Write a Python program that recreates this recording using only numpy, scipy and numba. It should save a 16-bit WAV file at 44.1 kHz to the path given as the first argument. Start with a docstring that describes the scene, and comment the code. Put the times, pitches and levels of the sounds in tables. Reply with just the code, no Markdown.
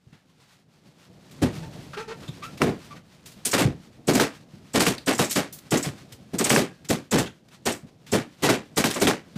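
"""Bursting a heap of balloons

Someone in a plush costume rolls about in a heap of party balloons in a small bare room and bursts them
in quick runs. Taut rubber squeaks as a stick-slip sawtooth, snaps as ringing noise and cracks in N-shaped pulses.
Each blast is noise that dies away band by band, and it sets a steel chair faintly ringing.
Cloth rustles as shaped noise and the body thuds in a few low cycles with a short boom.
The phone's limiter flattens every loud bang."""
import sys
import numpy as np
from scipy import signal
from scipy.fft import rfft, irfft, next_fast_len
from scipy.io import wavfile
from scipy.ndimage import uniform_filter1d
from numba import njit

SR = 44100
rng = np.random.default_rng(int(sys.argv[2]) if len(sys.argv) > 2 else 0)


def store_wav(level_fs):
    """Save 16-bit WAV to argv[1]."""
    pcm = np.round(np.clip(np.atleast_2d(level_fs), -1, 1) * 32767)
    wavfile.write(sys.argv[1], SR, pcm.T.astype(np.int16))


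N = 413216

# how hard the body stirs the heap, driving both jostling and cloth: (time [s], effort level [dB])
MOVEMENT = [(0, -63.5), (.7, -59), (1.33, -49), (1.55, -37), (1.88, -43.5), (2.5, -44), (2.85, -46),
            (3.1, -53), (3.9, -50), (5.4, -50), (6.2, -49), (6.8, -51), (7.45, -57), (7.9, -53),
            (9.35, -51)]
# single strokes of plush over the rubber: (time [s], length [s], level [dB])
BRUSHES = [(0.341, 0.26, -58), (0.827, 0.08, -66), (0.963, 0.15, -60), (1.48, 0.15, -46.5),
           (2.758, 0.17, -51), (3.328, 0.11, -60), (4.298, 0.11, -48.5), (5.64, 0.089, -52.5),
           (5.937, .14, -56.5), (7.483, 0.14, -55), (7.854, 0.057, -56), (8.351, 0.11, -51)]
# tone of balloons bumping together: (frequency [Hz], relative level [dB])
JOSTLE_SPECTRUM = [(18, -42), (30, -23), (118, -3), (156, 0.5), (414, -13), (555, -14), (767, -18),
                   (895, -25.5), (1200, -32), (1560, -46), (2640, -120)]
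# tone of the rustling plush: (frequency [Hz], relative level [dB])
CLOTH_SPECTRUM = [(400, -2.5), (900, 6.5), (2000, 3), (4500, 0.5), (8000, -7), (15000, -17.5)]
# body and limbs landing on the floor: (time [s], relative level [dB], pitch [Hz])
THUDS = [(.066, -44, 126), (.125, -47, 159), (1.429, -17, 120), (1.785, -36, 129), (2.209, -41, 200),
         (2.284, -30, 147), (3.365, -43, 187), (3.652, -10.5, 135.6), (3.721, -41, 128), (4.534, -40, 158),
         (4.767, -26, 130), (4.885, -28.5, 121), (5.866, -23, 146), (6.12, -40.5, 139), (7.135, -22, 135),
         (7.192, -21, 131), (7.831, -37.5, 150), (9.356, -28.5, 184)]
# light taps and scuffs on balloons: (time [s], level [dB], centre [Hz], t60 [s])
TAPS = [(.125, -55, 1470, 0.38), (1.309, -48, 4000, 0.16), (2.432, -39.5, 2490, 0.24),
        (2.572, -41.5, 2820, 0.17), (2.843, -51, 6000, .12), (2.96, -51, 2500, 0.11),
        (3.256, -42, 5030, 0.25), (3.315, -49, 4490, .17), (5.524, -35, 13000, 0.21),
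        (5.585, -34, 7000, 0.034), (6.12, -40.5, 4300, 0.13), (6.845, -42.5, 2800, 0.11),
        (7.483, -46.5, 2380, 0.043), (8.063, -48, 2830, 0.76), (9.355, -43.5, 2000, .3)]
# ringing modes of the steel chair: (frequency [Hz], relative level [dB], t60 [s])
CHAIR_MODES = [(998, -59, .4), (1384, -57.5, .45), (1624, -53, .55), (1690, -56.5, .45), (1750, -55, .43),
               (1845, -52, .4), (2050, -55, .45), (2380, -56.5, .45), (2560, -55, .5), (2837, -58.5, .6),
               (3070, -55, .55), (3240, -58.5, .8), (3403, -58, .5)]
# rubber rubbing on rubber:
# (time [s], length [s], slip rate at start [Hz], slip rate at end [Hz], relative level [dB], roughness [relative])
SQUEAKS = [(1.626, .03, 864, 914, -45, .01), (1.931, .026, 1318, 1383, -36.5, 0.13),
           (1.964, 0.06, 405, 465.5, -31.5, 0.04), (2.072, 0.067, 409, 484, -35.5, 0.04),
           (2.023, 0.013, 2500, 2600, -46, .02), (2.217, 0.037, 339, 381, -45, 0.24),
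           (2.277, 0.019, 3490, 3700, -40.5, 0.03), (2.418, 0.054, 1150, 1383, -38, 0.03),
           (2.904, 0.036, 1145, 1166, -44.5, 0.04), (2.958, 0.029, 1475, 1420, -49.5, 0.32),
           (4.98, 0.0073, 4430, 3260, -34, 0.08), (7.257, 0.026, 3046, 3210, -39.5, .09),
           (8.957, 0.02, 626, 537, -28, 0.06)]
# bright snaps of taut rubber, most of them just ahead of a burst: (time [s], relative level [dB], pitch [Hz])
SNAPS = [(3.45, -9, 9270), (3.512, -14.5, 7950), (4.07, -22, 7900), (4.133, -17, 8050), (4.732, -24, 7800),
         (4.794, -16, 8100), (4.854, -20, 7800), (5.06, -23.5, 8150), (5.125, -22, 8000),
         (5.146, -23, 7300), (5.178, -18.5, 7900), (5.241, -18, 7600), (5.295, -19.5, 7800),
         (5.351, -21, 7840), (5.706, -16.5, 7820), (5.77, -15.5, 7400), (5.825, -18.5, 7760),
         (6.383, -11, 7980), (6.440, -9.5, 8000), (6.493, -8.5, 7960), (6.547, -12, 8300),
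         (6.886, -18, 7400), (7.109, -17.5, 7650), (7.181, -17, 7500), (7.653, -20.5, 8250),
         (7.717, -21, 7870), (8.116, -18.5, 7660), (8.76, -26, 8000), (8.94, -19, 7900), (8.998, -22, 7860)]
# resonances of the snapping skin: (share of the pitch [ratio], nominal width [Hz], relative level [dB])
SKIN_MODES = [(0.706, 190, -22), (0.832, 190, -23.5), (.905, 225, -21.5), (.99, 250, -23.5),
              (1.026, 222, -14.5)]
# boxy resonances of the room: (frequency [Hz], width [Hz], lift [dB])
BOX_MODES = [(161.6, 24, 2), (280, 50, 2), (395, 66, 2.5), (494, 58, 0.5), (653, 300, 1), (2010, 620, -1)]
# room decay: (frequency [Hz], t60 [s])
ROOM_DECAY = [(60, 0.18), (200, 0.24), (560, 0.2), (1000, 0.22), (1900, 0.24), (4000, 0.2), (8000, 0.18),
              (15000, 0.13)]
# tone of a blast: (frequency [Hz], relative level [dB])
BLAST_SPECTRUM = [(18, -40), (30, -71.5), (53, -16), (129, -1.5), (281, 2), (859, -10), (928, -12.5),
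                  (1030, -12), (1200, -13.5), (1600, -14.5), (1830, -13), (2920, -16.5), (8040, -19.5),
                  (13900, -27.5), (15000, -31.5)]
# bursting balloons; the faster the tear, the harder the crack:
# (time [s], relative level [dB], bass [dB], middle [dB], treble [dB], tearing time [s])
POPS = [(1.416, -24, 11.5, 2.5, -4, 0.016), (2.599, -26.5, 4, 2, -13, .021),
        (2.6172, -22.5, 7.5, 0.5, -7.5, .001), (2.664, -25, 6.5, 0.5, -17, .014),
        (3.456, -35, 2, -1.5, 15.5, .01), (3.531, -14, -11, 0, -7.5, .0045),
        (3.579, -19, -6.5, 1, -2, .003), (3.602, -18, -3.5, -1, -7, .0035), (4.077, -14, 2, -1, -6, .011),
        (4.147, -16.5, 1, -1, -1.5, .01), (4.1978, -13, -8.5, 0, -6, .0024),
        (4.74, -11.5, -3, -0.5, -4.5, .03), (4.8053, -18, -6, 1.5, 1, 0.0015),
        (4.866, -18, -4, 0.5, -0.5, 0.0021), (5.069, -16, -2, 4, -2.5, .024),
        (5.191, -17, -2.5, 1.5, -1.5, .0033), (5.214, -29, -10, -2, 2, .003),
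        (5.305, -32.5, -32, -1, 15, .0062), (5.356, -18.5, -3, 2.5, 0, .0075), (5.715, -14, 0, 1, -6, .025),
        (5.836, -27.5, -13, 1, 0, .013), (6.332, -36, 12, -0.5, -3.5, .0064),
        (6.395, -20.5, -3, -0.5, -6, .004), (6.452, -21, -14, 0, -5.5, .0035),
        (6.503, -13.5, -3, -2, -1.5, .002), (6.528, -19, -1, -1, -4, .005),
        (6.5616, -15.5, 1.5, 2, -1, .0016), (6.895, -20, 5, -1, 0, .012), (7.115, -8.5, 1, 0.5, -5.5, .06),
        (7.178, -24, 2, 1, -0.5, .0066), (7.656, -15.5, -6.5, -1, -5.5, .011),
        (8.121, -14, 1.5, 1, -4.5, .032), (8.421, -9, -6.5, 0, -4, .042),
        (8.4894, -13, -3, 0.5, -5, 0.0034), (8.767, -16.5, -4.5, 0.5, 1.5, .013),
        (8.84, -18, -3, -0.5, -0.5, 0.0021), (8.900, -25.5, -33, 0, -1, .0045),
        (8.956, -22, -8, -3, -13, .005), (9.011, -16, 1, -0.5, -0.5, .0081),
        (9.07, -13.5, -5, 0.5, -6, 0.0026)]

TOP_HZ = 15100  # upper limit of the phone's sound
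TIME = np.arange(N) / SR
AGE = TIME[:int(.7 * SR)]  # seconds since the start of one event


def undb(db):
    """Decibels to gain."""
    return 10 ** (np.asarray(db) / 20)


def unit(x):
    """Scale to rms 1."""
    return x / np.sqrt(np.mean(x ** 2))


def add(out, s, sound):
    """Mix a sound in at time s."""
    i = max(int(s * SR), 0)
    out[i:i + len(sound)] += sound[:max(N - i, 0)]


def along(points, hz):
    """Read (Hz, value) points on a log-frequency axis."""
    f, value = np.transpose(points)
    return np.interp(np.log(hz + 1), np.log(f), value)


def colour(x, gain):
    """Filter by a gain that is a function of frequency."""
    n = next_fast_len(len(x))
    hz = np.arange(n // 2 + 1) * SR / n
    return irfft(rfft(x, n) * gain(hz), n)[:len(x)]


def noise(n, gain):
    """Coloured noise of rms 1."""
    return unit(colour(rng.standard_normal(n), gain))


def fade_in(rise_s):
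    """Straight rise to full level."""
    return np.minimum(AGE / rise_s, 1)


def fade(t60):
    """Exponential decay by 60 dB in t60 seconds."""
    return np.exp(-np.log(1000) * AGE / t60)


def held_fade(t60, hold_s):
    """Full level for hold_s seconds, then exponential decay."""
    return np.minimum(fade(t60) * 1000 ** (hold_s / t60), 1)


def walk(rate_hz):
    """Random levels of rms 1, stepped at rate_hz and smoothed by two moving averages."""
    step = int(SR / rate_hz)
    levels = np.repeat(rng.standard_normal(N // step + 1), step)
    smooth = uniform_filter1d(uniform_filter1d(levels, step), step)
    return unit(smooth[:N])


def in_room(x, wet_db, t60):
    """Direct sound plus dense wall reflections, made as decaying noise."""
    tail = rng.standard_normal(len(AGE)) * fade(t60)
    return x + undb(wet_db) * signal.oaconvolve(x, tail / np.linalg.norm(tail))[:N]


def stirring(jostle_db=-1, cloth_db=-19.0, cloth_growth=0.83):
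    """Balloons bump hollowly against each other while plush brushes over them; each stroke swells and fades."""
    effort_db = np.interp(TIME, *np.transpose(MOVEMENT))
    rubbing = undb(cloth_db + cloth_growth * effort_db)  # the rustle grows more slowly than the bumping
    strokes = np.zeros(N)
    for s, length_s, db in BRUSHES:
        add(strokes, s, undb(db) * np.hanning(int(length_s * SR)))
    jostle = noise(N, lambda f: undb(along(JOSTLE_SPECTRUM, f)) / np.hypot(1, f / 1200))
    jostle = jostle * undb(2.1 * walk(30))
    cloth = noise(N, lambda f: undb(along(CLOTH_SPECTRUM, f)) * f / (f + 300))
    cloth = cloth * undb(2.75 * walk(25) + 1.15 * walk(570))  # slow and fine flicker
    return jostle * undb(effort_db + jostle_db) + cloth * np.hypot(rubbing, strokes)


def thuds(push_s=0.0075, boom_db=-13, boom_t60=0.25):
    """A padded blow gives a few low cycles, then the room booms."""
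    out = np.zeros(N)
    for s, db, hz in THUDS:
        push = (AGE / push_s) ** 2 * np.exp(2 - 2 * AGE / push_s)  # peaks at push_s
        blow = np.sin(2 * np.pi * hz * AGE) * push
        boom = noise(len(AGE), lambda f: (f * hz / (f ** 2 + hz ** 2)) ** 3)
        boom = boom * fade(boom_t60) * fade_in(push_s)
        add(out, s, undb(db) * (1.24 * blow + 2.6 * undb(boom_db) * boom))
    return out


def taps():
    """Light contact on the rubber gives short scuffs of broad noise around a centre."""
    out = np.zeros(N)
    for s, db, hz, t60 in TAPS:
        scuff = noise(len(AGE), lambda f: f * hz / (f ** 2 + hz ** 2) / np.hypot(1, f / (2 * hz)))
        add(out, s, undb(db) * scuff * fade(t60) * fade_in(0.0052))
    return out


def chair(bangs, ring_db=-23):
    """The bangs set the chair's steel tubes ringing faintly in sympathy, as decaying sines."""
    ring = sum(undb(db) * np.sin(2 * np.pi * hz * AGE) * fade(t60) for hz, db, t60 in CHAIR_MODES)
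    return undb(ring_db) * signal.oaconvolve(bangs, ring)[:N]


def squeaks(body_hz=1500, body_width_hz=700, body_db=-6, rasp_db=-9, gain_db=-1):
    """Stick and slip: an uneven sawtooth with a rasp at each slip, coloured by the balloon's hollow body."""
    def body(f):
        """One broad resonance with a soft top."""
        peak = undb(body_db) / (1 + (2 * (f - body_hz) / body_width_hz) ** 2)
        return (1 + peak) / (1 + (f / 7000) ** 2)

    out = np.zeros(N)
    for s, length_s, start_hz, end_hz, db, rough in SQUEAKS:
        n = int(length_s * SR)
        jitter = unit(uniform_filter1d(rng.standard_normal(n), size=40))
        slip_hz = np.linspace(start_hz, end_hz, n) * (1 + 2 * rough * jitter)
        phase = 2 * np.pi * np.cumsum(slip_hz) / SR
        harmonics = range(1, int(TOP_HZ / end_hz) + 1)
        slips = sum(np.sin(k * phase) / k ** 1.15 for k in harmonics)
        slips = slips * (1 + 0.099 * np.sin(phase / 2))  # strong and weak slips alternate
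        grit = noise(n, lambda f: f / (f + start_hz) / (1 + (f / 4500) ** 2))
        rasp = undb(rasp_db) * (1 + np.cos(phase)) * grit
        rubbed = unit(colour(slips + rasp, body))
        add(out, s, undb(db + gain_db) * rubbed * signal.windows.tukey(n, .4))
    return in_room(out, wet_db=-5, t60=.2)


def snaps(rise_s=0.0089, hold_s=0.003, ring_t60=.05, tail_db=-11, tail_t60=0.2, hiss_db=-24, gain_db=-4):
    """A brief rip of taut rubber rings its high resonances; a hissier tail lingers in the room."""
    def hiss(f):
        """Broad tearing noise."""
        return undb(hiss_db) * f / (f + 1500) / np.hypot(1, (f / 10500) ** 3)

    out = np.zeros(N)
    onset = fade_in(rise_s)
    ring = onset * held_fade(ring_t60, hold_s)
    for s, db, pitch in SNAPS:
        def skin(f):
            """Narrow peaks of the stretched skin."""
            return sum(undb(g) / np.hypot(1, 2 * (f - share * pitch) / width) ** 1.3
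                       for share, width, g in SKIN_MODES)

        rip = ring * noise(len(AGE), lambda f: skin(f) + hiss(f) / 2)
        tail = onset * fade(tail_t60) * noise(len(AGE), lambda f: skin(f) + 2 * hiss(f))
        add(out, s, undb(db + gain_db) * (rip + undb(tail_db) * tail))
    return out * undb(0.56 * walk(700))  # fine flicker


def cracks(length_s=.00032, volley_s=.0035, crack_gain_db=4, echo_db=-14, echo_t60=0.064,
           dull_hz=5500, sharp_s=0.0022):
    """The splitting skin fires a few milliseconds of N-shaped pulses, chased by echoes off the floor."""
    out = np.zeros(N)
    density = np.exp(-(AGE / volley_s) ** 2) + undb(echo_db) * fade(echo_t60)  # level of the pulses
    for s, db, _, _, _, tear_s in POPS:
        size = rng.uniform(0.56, 1.7)  # balloons differ in size
        wave = np.linspace(1, -1, max(int(length_s * size * SR), 4))
        signs = rng.choice([-1, 1], len(AGE))
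        firing = rng.random(len(AGE)) < 5000 / SR  # 5000 pulses a second on average
        pulses = signs * firing * density
        sharpness = min(sharp_s / tear_s, 2) ** 2  # a slow tear makes hardly any shock front
        add(out, s, sharpness * undb(db + crack_gain_db) * np.convolve(pulses, wave))
    return signal.sosfilt(signal.butter(1, dull_hz, fs=SR, output="sos"), out)


def near_walls(x, reach_s=.02, count=14, share=.1, above_hz=1200):
    """The small room lifts its own resonances; a few early reflections comb the upper range."""
    def box(f):
        """Boxy peaks and dips."""
        return undb(sum(db / (1 + (2 * (f - hz) / width) ** 2) for hz, width, db in BOX_MODES))

    paths = np.zeros(int(reach_s * SR) + 1)
    delays = (rng.uniform(.05, 1, count) * reach_s * SR).astype(int)
    paths[delays] = share * rng.choice([-1, 1], count)
    echoes = colour(signal.oaconvolve(x, paths)[:N], lambda f: f ** 2 / (f ** 2 + above_hz ** 2))
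    return unit(colour(x + echoes, box))


def blasts(drive_db=3, bass_hz=450, middle_hz=1500, treble_hz=3500, late_db=-36, late_t60=0.42, early_s=0.016):
    """Each burst swells while the skin tears, is held up by the near walls, then dies away band by band."""
    centres = 30 * 2 ** np.arange(0, 9.6, .75)  # band centres [Hz], three quarters of an octave apart
    hz = np.arange(N // 2 + 1) * SR / N
    field = rfft(near_walls(noise(N, lambda f: undb(along(BLAST_SPECTRUM, f)))))
    clumps = unit(undb(1.1 * walk(300) + 2.3 * walk(1400)))
    out = np.zeros(N)
    for centre, share in zip(centres, np.eye(len(centres))):
        # how far this band counts as bass, treble and middle
        low = 1 / (1 + (centre / bass_hz) ** 2)
        high = 1 / (1 + (treble_hz / centre) ** 2)
        middle = np.exp(-np.log(centre / middle_hz) ** 2)
        early = held_fade(along(ROOM_DECAY, centre), early_s)
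        late = undb(late_db) * fade(late_t60)
        decay = early ** 2 + (1 - high) * late ** 2  # as power
        power = np.zeros(N)
        for s, db, bass_db, middle_db, treble_db, tear_s in POPS:
            swell = fade_in(tear_s + 0.0091 * low) ** 1.82  # the lows build up later
            band_db = db + drive_db + low * bass_db + middle * middle_db + high * treble_db
            add(power, s, undb(band_db) ** 2 * swell * decay)
        grain = low + (1 - low) * clumps  # separate reflections make the upper bands crackle
        crossfade = np.interp(np.log(hz + 1), np.log(centres), share)
        out += grain * np.sqrt(power) * irfft(field * crossfade, N)
    return out


def scene():
    """All sources at one microphone."""
    bangs = blasts() + cracks()
    return (bangs + chair(bangs) + snaps() + squeaks() + taps() + thuds() + stirring())[None]


@njit
def follow(x, attack, release):
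    """Envelope that moves by a set share per sample, one for rising and one for sinking."""
    out, e = np.empty(len(x)), 0.
    for i in range(len(x)):
        e += (x[i] - e) * (attack if x[i] > e else release)
        out[i] = e
    return out


def record(dry, limit_db=-10.5, ceiling=.48, attack_s=.001, release_s=0.024):
    """The phone's limiter holds the bangs down, rounds the cracks that slip through and cuts the top."""
    envelope = follow(np.abs(dry[0]), 1 / (1 + attack_s * SR), 1 / (1 + release_s * SR))
    held = dry / (1 + (envelope / undb(limit_db)) ** 4) ** (1 / 4)
    rounded = ceiling * np.tanh(held / ceiling)
    return signal.sosfilt(signal.ellip(8, .2, 70, TOP_HZ, fs=SR, output="sos"), rounded)


dry = scene()
out = record(dry)
store_wav(out)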